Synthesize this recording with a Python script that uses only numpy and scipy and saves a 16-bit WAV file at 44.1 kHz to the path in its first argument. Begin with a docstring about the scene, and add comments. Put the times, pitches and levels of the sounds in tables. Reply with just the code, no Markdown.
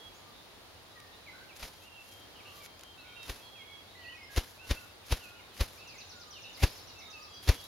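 """A ruffed grouse on a rock, close by, beats its wings: two light strokes, then six slow thumps.
Each stroke is a pressure pulse with a rush of air through the feathers and a rustle as the wings
open and fold. Songbirds whistle, carol and trill farther off, scattered by the trunks of open
woodland, over a soft hush and a faint electronic whine."""
import sys
import numpy as np
from scipy import signal
from scipy.fft import rfft, irfft, next_fast_len
from scipy.io import wavfile
from scipy.ndimage import map_coordinates

SR = 44100
rng = np.random.default_rng(int(sys.argv[2]) if len(sys.argv) > 2 else 0)


def dump_mix(stems):
    """Bounce the given channels to the path in sys.argv[1] as a 16-bit WAV at rate SR."""
    frames = np.atleast_2d(stems).T  # one column per channel
    limited = np.clip(frames, -1, 1)  # hard clip at full scale
    pcm = np.round(limited * 32767).astype(np.int16)
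    wavfile.write(sys.argv[1], SR, pcm)


N = 338241
TIME = np.arange(N) / SR

# wing strokes: time_s, thump_db, push_width_s, air_db
STROKES = [(1.6331, -35.5, 0.0051, -41), (3.3007, -29, 0.0059, -38.5), (4.3805, -12.5, 0.0038, -29),
           (4.714, -14.5, 0.0042, -29.5), (5.1268, -14.5, 0.0042, -29.5), (5.6143, -14.5, 0.0042, -31),
           (6.639, -6.5, 0.0033, -25.5), (7.4954, -5.5, 0.0036, -24)]
# left-right correlation of feather noise: freq_hz, correlation
WING_CORRELATION = [(300, 1), (1400, 0.94), (3100, 0.85), (6800, 0.63), (15000, 0.27)]
# note shapes by name, as ratios of the middle pitch: start_ratio, end_ratio, warble_ratio
SYLLABLE_SHAPES = {"level": (1.025, 0.99, .011), "rise": (.86, 0.98, .018), "drop": (1.22, .97, .016),
                   "fall": (1.1, .77, .032), "burr": (0.96, 1.02, 0.052)}


def amp(db):
    """Decibels to gain."""
    return 10 ** (np.asarray(db) / 20)


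def unit(x):
    """Scale to rms 1."""
    return x / np.sqrt(np.mean(x ** 2) + 1e-20)


def along(points, hz):
    """Interpolate (freq_hz, value) points on a log axis."""
    freqs_hz, values = np.transpose(points)
    return np.interp(np.log(hz + 1), np.log(freqs_hz + 1), values)


def wobble(rate_hz, size=N):
    """Smooth random curve, rate_hz knots a second."""
    knots = rng.standard_normal(int(size * rate_hz / SR) + 4)
    return map_coordinates(knots, [np.arange(size) * rate_hz / SR])


def filtered(x, response):
    """Apply a complex frequency response."""
    size = next_fast_len(N + SR // 2)
    return irfft(rfft(x, size) * response(np.fft.rfftfreq(size, 1 / SR)), size)[..., :N]


def stereo_noise(spectrum, correlation):
    """Coloured stereo noise of rms 1."""
    angle = lambda hz: np.arccos(np.clip(along(correlation, hz), -1, 1)) / 2
    colour = lambda hz: amp(along(spectrum, hz)) * [np.cos(angle(hz)), np.sin(angle(hz))]
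    mid, side = filtered(rng.standard_normal((2, N)), colour)
    return unit(np.array([mid + side, mid - side]))


def panned(x, left_db):
    """Set the left channel left_db above the right."""
    return x * amp([[left_db / 2], [-left_db / 2]])


def swell(peak_s, rise_s, fall_s):
    """Exponential rise to a cusp, then decay."""
    return np.exp(-np.minimum(np.maximum((peak_s - TIME) / rise_s, (TIME - peak_s) / fall_s), 20))


def add(track, start_s, sound):
    """Mix into a stereo track; start_s may be negative."""
    start = round(start_s * SR)
    sound = sound[..., max(-start, 0):]
    part = track[:, max(start, 0):][:, :sound.shape[-1]]
    part += sound[..., :part.shape[1]]


def note(length_s, pitches_hz, waver, warble=0, warble_hz=65, edge_s=0.0046):
    """A bird's soft-edged sine glide; random waver and periodic warble are shares of the pitch."""
    t = np.arange(int(length_s * SR)) / SR
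    curve = np.polyfit(np.linspace(0, 1, len(pitches_hz)), pitches_hz, len(pitches_hz) - 1)
    flutter = np.sin(2 * np.pi * (warble_hz * t + rng.random()))
    hz = np.polyval(curve, t / length_s) * (1 + warble * flutter + waver * wobble(60, size=len(t)))
    gate = np.sin(np.pi / 2 * np.clip(np.minimum(t, length_s - t) / edge_s, 0, 1)) ** 2
    return gate * np.sin(2 * np.pi * np.cumsum(hz) / SR)


def syllable(shape, length_s, pitch_hz):
    """One curved note around a middle pitch."""
    start, end, warble = SYLLABLE_SHAPES[shape]
    pitches_hz = [pitch_hz * start, pitch_hz, pitch_hz * end]
    return note(length_s, pitches_hz, waver=0.011, warble=warble, edge_s=0.0061)


def woods(x, wet):
    """Direct sound plus scatter from trunks; wet, the scattered share, is higher for far singers."""
    # woodland decay: freq_hz, t60_s
    decay = [(200, 0.37), (2000, 0.69), (4000, 0.56), (10000, 0.38)]
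    hz, t, bins = signal.stft(rng.standard_normal((2, SR)), SR, nperseg=256)
    tails = signal.istft(bins * amp(-60 * t / along(decay, hz)[:, None]), SR, nperseg=256)[1]
    scatter = unit(signal.fftconvolve(x, tails, axes=1)[:, :N]) * np.std(x)
    return np.sqrt(1 - wet) * x + np.sqrt(wet) * scatter


def hush():
    """Near-steady distant air and rumble, plus a faint whine of electronics."""
    # air colour: freq_hz, density_db
    spectrum = [(20, -23), (45, -6), (70, -4.5), (92, 4), (125, -6.5), (200, -7), (500, -5), (800, -6),
                (1500, -10.5), (2500, -12), (4000, -10), (6500, -19.5), (11500, -23), (15500, -27)]
    # air loudness: time_s, level_db
    levels = [(0, -54), (1.5, -54), (2.8, -54), (4, -54.5), (5.5, -54), (7.67, -54)]
    # left-right correlation: freq_hz, correlation
    correlation = [(60, 1), (150, 0.43), (380, 0.33), (950, 0.52), (2380, -0.14), (5980, -0.01),
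                   (15000, 0.21)]
    # whine: pitch_hz, rms_db
    tones = [(8799, -75), (8823, -84)]
    level_db = np.interp(TIME, *np.transpose(levels)) + 0.64 * wobble(3.03)
    whine = sum(amp(db) * np.sqrt(2) * np.sin(2 * np.pi * hz * TIME) for hz, db in tones)
    return amp(level_db) * stereo_noise(spectrum, correlation) + whine


def whistles(song_left_db=-8, others_left_db=4, sag=0.0049, flutter_db=2, edge_s=0.05):
    """Held, slightly sagging tones: one bird repeats its song on the right, others answer."""
    # song, two high notes then two lower: offset_s, length_s, pitch_hz, relative_db
    song = [(0, .12, 3770, -66), (.15, .115, 3740, -55.5), (0.419, .21, 3300, -59.5),
            (.665, .14, 3330, -56)]
    # song entries: start_s, gain_db
    entries = [(-.72, .5), (3.0, 0.5), (6.86, -.5)]
    # other birds' whistles: start_s, length_s, pitch_hz, relative_db
    answers = [(1.12, 0.28, 3980, -67.5), (1.7, .28, 3180, -69.5), (2.07, 0.18, 3190, -62.5),
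               (2.33, .45, 3180, -69), (2.84, .13, 3163, -60.5), (3.07, 0.23, 3176, -63),
               (6.31, .25, 3610, -65), (6.7, 0.17, 5240, -63), (7.2, .25, 4760, -61)]
    songs = [(start_s + offset_s, length_s, hz, db + gain_db)
             for start_s, gain_db in entries for offset_s, length_s, hz, db in song]
    track = np.zeros((2, N))
    for notes, left_db in (songs, song_left_db), (answers, others_left_db):
        for start_s, length_s, hz, db in notes:
            tone = note(length_s + edge_s, [hz * (1 + sag), hz * (1 - sag)], waver=0.003, edge_s=edge_s)
            add(track, start_s - edge_s / 2, amp(db) * panned(tone, left_db))
    return track * amp(flutter_db * wobble(22))


def chorus(count=150, low_hz=2400, high_hz=5000, spread_db=5, shortest_s=0.03, extra_s=0.06):
    """Brief chirps of many far birds all around."""
    # typical chirp loudness: time_s, level_db
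    levels = [(0, -69), (1.8, -68), (3.1, -65), (4.1, -65), (5.3, -64.5), (6.2, -65), (7.67, -63)]
    track, shapes = np.zeros((2, N)), list(SYLLABLE_SHAPES)
    for k, (jitter, pitch, kind, span, loudness, side) in enumerate(rng.random((count, 6))):
        start_s = (k + jitter) / count * N / SR
        pitch_hz = low_hz + (high_hz - low_hz) * pitch
        chirp = syllable(shapes[int(kind * len(shapes))], shortest_s + extra_s * span, pitch_hz)
        level_db = np.interp(start_s, *np.transpose(levels)) + spread_db * (loudness - 0.5)
        add(track, start_s, amp(level_db) * panned(chirp, left_db=10 * (side - 0.5)))
    return track


def carol(left_db=-2):
    """Short curved notes, some burred, a little to the right."""
    # carolled notes: start_s, length_s, pitch_hz, relative_db, shape
    notes = [(0.139, .045, 6700, -64, "rise"), (.32, .09, 3650, -63, "burr"),
             (0.898, 0.04, 3860, -62, "level"), (.951, .13, 1855, -61, "level"),
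             (1.113, .058, 3700, -65, "rise"), (1.261, .054, 2090, -54, "drop"),
             (1.327, .11, 1530, -57.5, "burr"), (1.487, 0.051, 2430, -60, "drop"),
             (1.813, .08, 2794, -62, "rise"), (1.917, .11, 2720, -57.5, "level"),
             (2.348, .07, 2780, -59, "fall"), (2.448, 0.06, 2760, -55, "burr"),
             (2.6, 0.053, 2273, -56.5, "level"), (2.972, .08, 2620, -59.5, "level"),
             (2.98, .054, 4200, -59, "rise"), (3.04, .1, 2320, -61.5, "burr"),
             (3.159, .081, 2690, -54, "level"), (3.44, .06, 4280, -61, "level"),
             (3.552, .092, 2250, -59, "drop"), (3.678, .09, 2190, -59, "level"),
             (3.869, 0.067, 3790, -61, "rise"), (3.949, 0.2, 1950, -57, "level"),
             (3.962, .12, 4280, -62, "burr"), (4.019, .044, 2720, -54, "drop"),
             (4.077, 0.061, 3000, -54, "rise"), (4.12, 0.046, 2534, -54, "level"),
             (4.171, 0.096, 2140, -56.5, "level"), (4.228, .04, 5130, -61.5, "level"),
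             (4.29, 0.093, 1624, -56.5, "level"), (4.581, .081, 2720, -54.5, "rise"),
             (4.737, .051, 2684, -53.5, "level"), (5.196, .1, 2620, -55.5, "drop"),
             (5.35, .063, 2860, -61, "level"), (5.36, 0.057, 2490, -59.5, "fall"),
             (5.771, .076, 2647, -59, "rise"), (5.853, .12, 2555, -58.5, "fall"),
             (5.98, .05, 2600, -56.5, "burr"), (6.323, .077, 2905, -56, "fall"),
             (6.435, 0.078, 2810, -55, "burr"), (6.572, .064, 2280, -59, "rise"),
             (6.956, 0.062, 2617, -58.5, "level"), (7.0, .078, 2240, -61, "burr"),
             (7.127, 0.062, 2617, -52, "level"), (7.627, 0.038, 3950, -55, "rise")]
    track = np.zeros((2, N))
    for start_s, length_s, hz, db, shape in notes:
        add(track, start_s, amp(db) * panned(syllable(shape, length_s, hz), left_db))
    return track * amp(2.5 * wobble(60))


def far_calls(sag=0.026):
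    """Low, slightly falling calls of a distant bird."""
    # calls: start_s, length_s, pitch_hz, relative_db
    calls = [(.2, 0.14, 1193, -69), (.94, .1, 1192, -67), (2.32, .3, 1185, -67.5),
             (2.96, 0.25, 1460, -69.5), (4.61, 0.24, 1470, -65.5), (5.171, 0.25, 1423, -68.5),
             (6.12, .11, 1445, -66.5), (6.231, .1, 1235, -64.5), (7.071, 0.22, 1235, -64.5)]
    track = np.zeros((2, N))
    for start_s, length_s, hz, db in calls:
        add(track, start_s, amp(db) * note(length_s, [hz * (1 + sag), hz * (1 - sag)], waver=0.016))
    return track


def plumage(open_lead_s=0.06, open_half_s=0.014, open_db=-55, settle_lag_s=0.12, settle_half_s=0.069):
    """Feathers slide as quills part, wings settle and the bird shuffles; quills and feet tick."""
    # shuffles between strokes: centre_s, half_length_s, level_db
    ruffles = [(1.843, 0.031, -63), (2.11, 0.12, -57.5), (2.565, 0.094, -57.5), (2.65, 0.013, -51.5)]
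    # quill and foot ticks: time_s, relative_db
    ticks = [(1.001, -52), (1.564, -50), (2.660, -49), (2.793, -51), (2.809, -49), (2.834, -46),
             (3.23, -49), (4.362, -38), (5.576, -48)]
    # feather-on-feather colour: freq_hz, density_db
    slide_spectrum = [(500, -13), (2000, -3), (4500, 1.5), (7000, 0.5), (9500, -3.5), (11500, 3),
                      (13500, -5), (15500, -11)]
    # dry tick colour: freq_hz, density_db
    tick_spectrum = [(500, -9), (2000, 3), (4500, 1.5), (7000, 1.5), (11500, -4), (15500, -13)]
    opening = [(s - open_lead_s, open_half_s, open_db) for s, *_ in STROKES]
    settling = [(s + settle_lag_s, settle_half_s, -44.5 + 0.47 * air_db) for s, _, _, air_db in STROKES]
    slide_env = sum(amp(db) * np.exp(-np.minimum(((TIME - s) / half_s) ** 2, 20))
                    for s, half_s, db in ruffles + opening + settling)
    tick_env = sum(amp(db + 4) * swell(s + 0.0011, rise_s=0.0005, fall_s=0.0023) for s, db in ticks)
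    grain = amp(2.3 * wobble(70) + 2.9 * wobble(800) - 1)
    sliding = slide_env * grain * stereo_noise(slide_spectrum, WING_CORRELATION)
    ticking = tick_env * stereo_noise(tick_spectrum, WING_CORRELATION)
    return panned(sliding + ticking, left_db=0.5)


def wing_air(lead_s=0.0028, sweep_db=-8):
    """Air tears through the flight feathers at peak speed; the wings rustle as they open and fold."""
    # air rush colour: freq_hz, density_db
    air_spectrum = [(100, -0.5), (185, -6.5), (260, 1.5), (400, -4), (520, 0.5), (680, -6), (1300, -8.5),
                    (2200, -5.5), (4000, -7), (6000, -11), (8000, -19.5), (11000, -15.5), (15500, -26)]
    # rustle colour: freq_hz, density_db
    rustle_spectrum = [(150, -2), (450, -3), (1200, -3.5), (3000, -2.5), (5000, -2), (7500, -9),
                       (11000, -5.5), (13000, -8.5), (15500, -20.5)]
    air_env, rustle_env = np.zeros((2, N))
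    for time_s, _, _, air_db in STROKES:
        sweep = np.clip((TIME - time_s + 0.0223) / 0.004, 0, 1) * swell(time_s, 0.027, 0.023)
        burst = swell(time_s - lead_s, rise_s=0.0034, fall_s=0.0044)
        air_env += amp(air_db) * (burst + amp(sweep_db) * sweep)
        opened = np.clip((TIME - time_s + 0.087) / 0.024, 0, 1)
        rustle_env += amp(-37 + 0.22 * air_db) * opened * swell(time_s, rise_s=0.036, fall_s=0.053)
    blast = air_env * amp(0.5 + 1.35 * wobble(400)) * stereo_noise(air_spectrum, WING_CORRELATION)
    grain = amp(2.4 * wobble(110) + 1.4 * wobble(900))
    rustle = rustle_env * grain * stereo_noise(rustle_spectrum, WING_CORRELATION)
    return panned(blast + rustle, left_db=-0.3)


def push(t, width_s):
    """Bell-shaped shove of air; pressure follows its acceleration: suction, push, suction."""
    bell = 1 / np.cosh(np.clip(t / width_s, -20, 20))
    return bell * (2 * bell ** 2 - 1)


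def thumps(wing_gap_s=0.00287, flick_db=-13, flick_width_s=0.00078, launch_db=-24, launch_lead_s=0.0141):
    """Wings launch with a small shove and stop a hair apart, each with a broad push and a tip flick."""
    pressure = np.zeros((2, N))
    t = np.arange(-SR // 10, SR // 10) / SR
    stops = [t - wing_gap_s / 2, t + wing_gap_s / 2]
    for time_s, thump_db, width_s, _ in STROKES:
        wings = sum(push(u, width_s) + amp(flick_db) * push(u, flick_width_s) for u in stops) / 2
        launch = amp(launch_db) * push(t + launch_lead_s, width_s)
        add(pressure, time_s + t[0], amp(thump_db) * (wings + launch))
    # microphone bass roll-off: deepens the second suction, overshoots a little
    low_cut_hz, damping = 28, 1.63
    roll_off = lambda hz: -hz ** 2 / (low_cut_hz ** 2 - hz ** 2 + 1j * damping * low_cut_hz * hz)
    return panned(filtered(pressure, roll_off), left_db=2.4)


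def trill(start_s=5.771, count=17, step_s=0.1057, slowing_s=0.00046, pip_db=-12):
    """A slowing run that swells, then fades; each syllable is a thin pip and a hoarse downward sweep."""
    peak_db, peak_age_s, rise_db_per_s, fade_db_per_s = -47.5, 0.23, 16, 2.5
    track = np.zeros((2, N))
    for k in range(count):
        age_s = k * step_s + k ** 2 * slowing_s
        db = peak_db + min(rise_db_per_s * (age_s - peak_age_s), fade_db_per_s * (peak_age_s - age_s))
        pip = note(0.023, [7200, 7050, 7000], waver=0.006, edge_s=0.0039)
        sweep = note(0.046, [6400, 4850, 3500], waver=0.018, warble=0.023, warble_hz=209, edge_s=0.0035)
        add(track, start_s + age_s - 0.042, amp(db + pip_db) * pip)
        add(track, start_s + age_s - 0.005, amp(db) * sweep)
    return track * amp(2.5 * wobble(130))


def scene():
    """Grouse close by; songbirds among the trees and the hush behind."""
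    grouse = thumps() + wing_air() + plumage()
    songbirds = (amp(3) * woods(whistles(), wet=0.25)
                 + amp(4.5) * woods(carol(), wet=0.52)
                 + amp(8.5) * woods(far_calls(), wet=0.57)
                 + woods(trill(), wet=0.75)
                 + woods(chorus(), wet=0.4))
    return grouse + songbirds + hush()


def record(dry, notch_hz=8220, notch_width_hz=420, top_hz=15830):
    """Recorder response: a deep treble notch and a hard band limit."""
    notch = lambda hz: (hz - notch_hz) ** 2 / ((hz - notch_hz) ** 2 + notch_width_hz ** 2)
    return filtered(dry, lambda hz: notch(hz) * (hz < top_hz))


dry = scene()
out = record(dry)
dump_mix(out)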